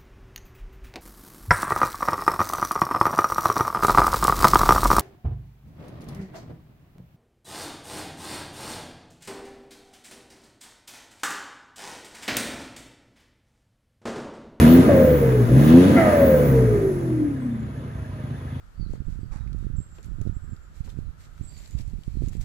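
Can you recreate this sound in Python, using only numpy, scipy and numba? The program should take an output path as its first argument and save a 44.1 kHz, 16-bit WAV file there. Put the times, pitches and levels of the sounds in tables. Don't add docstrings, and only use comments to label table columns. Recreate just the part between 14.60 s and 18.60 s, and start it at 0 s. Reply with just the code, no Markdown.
import sys
import numpy as np
from scipy import signal
from scipy.fft import rfft, irfft, next_fast_len
from scipy.io import wavfile
from scipy.ndimage import uniform_filter1d
from numba import njit

SR = 44100
rng = np.random.default_rng(int(sys.argv[2]) if len(sys.argv) > 2 else 0)


def pcm_store(signal):
    levels = np.round(np.clip(np.atleast_2d(signal), -1, 1) * 32767)
    wavfile.write(sys.argv[1], SR, levels.astype(np.int16).T)


N = 176400
T = np.arange(N) / SR

# time in seconds, firing rate in Hz.
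FIRING_RATE = [(0, 75.73), (.15, 85.44), (.25, 90.83), (.46, 78.2), (.7, 63.54), (.86, 58.27), (1.0, 70.43),
               (1.16, 86.03), (1.3, 95.85), (1.42, 96.04), (1.69, 78.64), (2.08, 58.47), (2.35, 45.2),
               (2.6, 38.84), (2.85, 31.06), (3.05, 28.19), (4, 27.77)]
# time in seconds, throb in dB, pulse gain in dB, pulse centre in Hz,
# gas rumble in dB.
EXHAUST_DRIVE = [(0, -17.5, -15.5, 230, -12), (.18, -40, -8, 267, -19), (.24, -55, -20, 270, -17.5),
                 (.29, -28.5, -21.5, 217, -16.5), (.5, -26, -27.5, 164, -20), (.83, -30, -25.5, 127.7, -26),
                 (.87, -52, -32, 131, -26), (.91, -25, -20.5, 151, -19), (1.18, -39, -10, 275.1, -24),
                 (1.3, -30, -16, 305, -14), (1.38, -34, -31, 230, -15.5), (1.7, -28, -25.5, 173.7, -21.5),
                 (2.1, -29, -25, 126.6, -26.5), (2.2, -37, -31.5, 128.9, -28.5),
                 (2.6, -57, -35.5, 127.7, -35), (3.0, -68, -37.5, 123.7, -41.5), (4, -66, -37.5, 126, -43)]
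# centre in Hz, width in Hz, gain in dB.
PIPE_MODES = [(70.4, 39, -11), (125.4, 20.4, 9.5), (148.3, 70, -1.5), (244.6, 29.2, 1.5), (345.3, 38, -8.5),
              (467, 87, -12.5)]
# frequency in Hz, relative density in dB.
RUMBLE_SPECTRUM = [(30, -29), (60, -9.5), (120, -3), (240, 2), (360, -4), (520, -7.5), (680, -13),
                   (780, -38)]
# time in seconds, centre in Hz, width in Hz, level in dB.
BLADE_BAND = [(0, 12000, 1800, -35), (.14, 14700, 1200, -36), (.22, 17000, 1200, -55),
              (.44, 15000, 1800, -39), (.58, 14500, 1800, -46), (.75, 13500, 1500, -67),
              (.9, 13130, 1000, -60), (1.07, 15200, 900, -44), (1.17, 17050, 1013, -55),
              (1.5, 17300, 1801, -50), (1.72, 15000, 1820, -41), (1.9, 14380, 1400, -47),
              (2.05, 13290, 803, -62), (2.3, 11000, 900, -61), (2.55, 9552, 400, -70),
              (2.95, 7295, 200, -73), (3.3, 6200, 200, -84)]
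# time in seconds, then low, middle, high and top band levels in dB.
HISS_LEVELS = [(0, -22.5, -35, -33.5, -51), (.13, -29, -36, -40.5, -55), (0.299, -29, -46.5, -45.5, -49),
               (.86, -36.5, -52, -48, -52.5), (1.079, -30.5, -38.5, -41, -46), (1.34, -29, -40, -42.5, -50),
               (1.38, -24, -41.5, -42, -49), (1.62, -29.5, -47.5, -45, -44), (2.05, -36.5, -56.5, -49, -58),
               (2.45, -44.5, -62.5, -55.5, -67), (3.0, -49, -63, -64.5, -82), (4, -48, -59, -63, -78)]
# frequency in Hz, relative density in dB.
HISS_SPECTRA = [
    [(500, -3), (750, 1), (1350, -3.5), (1750, -7), (2100, -7), (3200, -27)],
    [(1700, -38), (2500, 2), (3400, -0.5), (4300, -5.5), (7000, -27)],
    [(3200, -4.5), (4800, -3), (6500, 0.5), (8500, -4), (10000, 3.5), (12000, -2), (15000, -23)],
    [(10500, -10), (13000, -8), (16000, -5)],
]
# centre in Hz, width in Hz, idle level in dB, place in the cycle from 0 to 1.
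TICK_MODES = [(1020, 90, -61.5, .4), (1690, 130, -57.5, .92), (3540, 110, -70, .14), (3300, 150, -69.5, .4)]
# time in seconds, pitch in Hz, level in dB.
HOWL_GLIDES = [
    [(.283, 598, -18), (.296, 580, -14), (.334, 548, -18), (.416, 525, -13.5), (.56, 492, -20),
     (.594, 478, -29), (.628, 468, -18), (.8, 422, -23), (.83, 400, -19), (.86, 380, -32)],
    [(1.36, 700, -30), (1.37, 700, -20), (1.455, 622, -20), (1.624, 553, -17), (1.796, 506, -16),
     (1.89, 480, -29), (1.956, 462, -19), (2.05, 442, -21), (2.21, 400, -22), (2.29, 381, -20),
     (2.34, 366, -30), (2.45, 338, -28), (2.56, 314, -26), (2.68, 292, -26), (2.76, 268, -32),
     (2.92, 232, -28), (3.13, 205, -41)],
]
# time in seconds, pitch in Hz, tone level in dB, whir level in dB.
DRONE_GLIDE = [(3.28, 102.2, -56, -75), (3.38, 98.6, -32.5, -53), (3.67, 91.2, -41.5, -51),
               (3.72, 90.5, -42, -66), (4, 86.3, -37, -70)]
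# frequency in Hz, right port's lead in radians, likeness from 0 to 1.
PORT_RESPONSE = [(0, 0, .98), (300, .1, .92), (550, .1, .84), (1300, .3, .6), (1700, -1, .6),
                 (2400, -1.5, .6), (2700, -1, .15), (5500, -1, .1), (6400, .2, .45), (8450, 3.1, .8),
                 (15700, 12.5, .8)]
# frequency in Hz, right port's extra lead in radians.
BAY_PHASE = [(350, 0), (600, 2), (1450, 2), (1650, 0)]


def undb(db):
    return 10 ** (np.asarray(db) / 20)


def unit(x):
    return x / np.sqrt(np.mean(x ** 2))


def curves(table):
    rows = np.array(table, float)
    return [np.interp(T, rows[:, 0], column) for column in rows[:, 1:].T]


@njit
def bandpass(x, hz, width_hz):
    y, band, low = np.empty(len(x)), 0., 0.
    for i in range(len(x)):
        g, damping = np.tan(np.pi * hz[i] / SR), width_hz[i] / hz[i]
        v = (band + g * (x[i] - low)) / (1 + g * (g + damping))
        band, low, y[i] = 2 * v - band, low + 2 * g * v, damping * v
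    return y


def double_bandpass(x, hz, width_hz, widen=1):
    hz, width_hz = hz * np.ones(N), width_hz * np.ones(N)
    return bandpass(bandpass(x, hz, width_hz), hz, widen * width_hz)


def band_noise(hz, width_hz, widen=1):
    return unit(double_bandpass(rng.standard_normal(N), hz, width_hz, widen))


def wander(rate_hz):
    hold = int(SR / rate_hz)
    steps = np.repeat(rng.standard_normal(N // hold + 1), hold)
    return unit(uniform_filter1d(uniform_filter1d(steps, hold), hold)[:N])


def coloured_noise(spectrum):
    hz, db = np.array(spectrum, float).T
    bins_hz = np.arange(N // 2 + 1) * SR / N + 1
    gain = undb(np.interp(np.log(bins_hz), np.log(hz), db, left=-80, right=-80))
    return unit(irfft(rfft(rng.standard_normal(N)) * gain, N))


def pipe(x):
    one = np.ones(N)
    return sum((-1) ** k * undb(db) * bandpass(x, hz * one, width_hz * one)
               for k, (hz, width_hz, db) in enumerate(PIPE_MODES))


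def exhaust(firings, firing_hz):
    throb_db, pulse_db, pulse_hz, rumble_db = curves(EXHAUST_DRIVE)
    onsets = np.flatnonzero(np.diff(firings.astype(int))) + 1
    scatter_db = 2.2 * rng.standard_normal(1000)[:len(onsets)]
    impulses = np.zeros(N)
    impulses[onsets] = undb(scatter_db) * SR / firing_hz[onsets] ** .5 / 10
    pulses = double_bandpass(impulses, pulse_hz, 1.53 * pulse_hz)
    throb = np.sqrt(2) * np.cos(2 * np.pi * firings) * undb(throb_db + 1.2 * wander(13))
    rumble = coloured_noise(RUMBLE_SPECTRUM) * undb(rumble_db + 1.3 * wander(15))
    return throb + pipe(pulses * undb(pulse_db)) + rumble


def blade_whine():
    hz, width_hz, db = curves(BLADE_BAND)
    warped_hz = width_hz / np.sinc(2 * hz / SR)
    band = double_bandpass(rng.standard_normal(N), hz, warped_hz) * np.sqrt(SR / (0.92 * width_hz))
    return band * undb(db + 3 * wander(25))


def gas_hiss(firings):
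    depth, decay_firings, flicker_db = 0.41, 0.57, .7
    puff = unit(1 + depth * np.exp(-(firings % 1) / decay_firings))
    bands = [puff * coloured_noise(spectrum) * undb(db + flicker_db * wander(20))
             for spectrum, db in zip(HISS_SPECTRA, curves(HISS_LEVELS))]
    return bands[0], sum(bands[1:])


def bay_clatter(firings):
    out, decay_cycles = 0, .2
    for hz, width_hz, db, place in TICK_MODES:
        cycles = firings / 4 + 1 - place
        strength = undb(2 * rng.standard_normal(200))[cycles.astype(int)]
        ticks = strength * np.exp(-(cycles % 1) / decay_cycles) * rng.standard_normal(N)
        out += undb(db) * unit(double_bandpass(ticks, hz, width_hz, widen=2))
    load_db = curves(HISS_LEVELS)[1]
    return out * undb(.75 * (load_db - load_db[-1]))


def yard_rumble():
    return undb(-41) * band_noise(hz=69, width_hz=38)


def turbo_howl(firings):
    ramp_s, fade_db_per_hz, full_hz = 0.0064, 0.13, 683
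    out, beat = 0, 2 * np.pi * firings
    for glide in HOWL_GLIDES:
        hz, db = curves(glide)
        gate = np.clip(np.minimum(T - glide[0][0], glide[-1][0] - T) / ramp_s, 0, 1)
        phase = 2 * np.pi * np.cumsum(hz * (1 + 0.00542 * wander(24.97))) / SR
        tone = np.sin(phase) + .32 * np.sin(phase + beat) + .22 * np.sin(phase - beat)
        for harmonic, gain_db, sine_gain in [(2, -11, 1), (3, -4, 0)]:
            sine = sine_gain * np.sin(harmonic * phase) * undb(2 * wander(20.1))
            rasp = band_noise(harmonic * hz, .16 * (harmonic - 1) * hz, widen=2)
            tone += undb(gain_db - fade_db_per_hz * (full_hz - hz)) * (sine + rasp / 2)
        breath = undb(-8.5) * band_noise(hz, .22 * hz)
        out += gate * undb(db + 1.5 * wander(30.32)) * (np.sqrt(2) * tone + breath)
    return out


def drone():
    hz, db, whir_db = curves(DRONE_GLIDE)
    phase = 2 * np.pi * np.cumsum(hz) / SR
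    tone = undb(db) * np.sin(phase) + undb(whir_db) * np.sin(6.6 * phase)
    return np.sqrt(2) * tone * undb(wander(10)) * (T > DRONE_GLIDE[0][0])


def phone_ports(near, bay, yard_t60_s=0.48):
    size = next_fast_len(N + SR)
    bins_hz = np.arange(size // 2 + 1) * SR / size
    hz, lead_rad, likeness = np.array(PORT_RESPONSE, float).T
    lead_rad, likeness = np.interp(bins_hz, hz, lead_rad), np.interp(bins_hz, hz, likeness)
    bay_rad = np.interp(bins_hz, *np.array(BAY_PHASE).T)
    tail = rng.standard_normal(SR // 2) * undb(-60 * T[:SR // 2] / yard_t60_s)
    scatter = rfft(tail / np.sqrt(np.sum(tail ** 2)), size)
    ports = []
    for side in (-1, 1):
        sources = rfft(near, size) + rfft(bay, size) * np.exp(.5j * side * bay_rad)
        paths = np.sqrt((1 + likeness) / 2) + side * np.sqrt((1 - likeness) / 2) * scatter
        ports.append(sources * np.exp(.5j * side * lead_rad) * paths)
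    return irfft(np.array(ports), size)[:, :N]


def scene():
    firing_hz = curves(FIRING_RATE)[0]
    firings = np.cumsum(firing_hz) / SR
    bay_hiss, pipe_hiss = gas_hiss(firings)
    near = exhaust(firings, firing_hz) + turbo_howl(firings) + blade_whine() + pipe_hiss
    near += bay_clatter(firings) + yard_rumble() + drone()
    return phone_ports(near, bay_hiss)


def record(dry):
    ceiling, cutoff_hz = .97, 15850
    rounded = dry / (1 + (dry / ceiling) ** 4) ** .25
    return signal.sosfilt(signal.ellip(10, .2, 80, cutoff_hz, fs=SR, output="sos"), rounded)


dry = scene()
out = record(dry)
pcm_store(out)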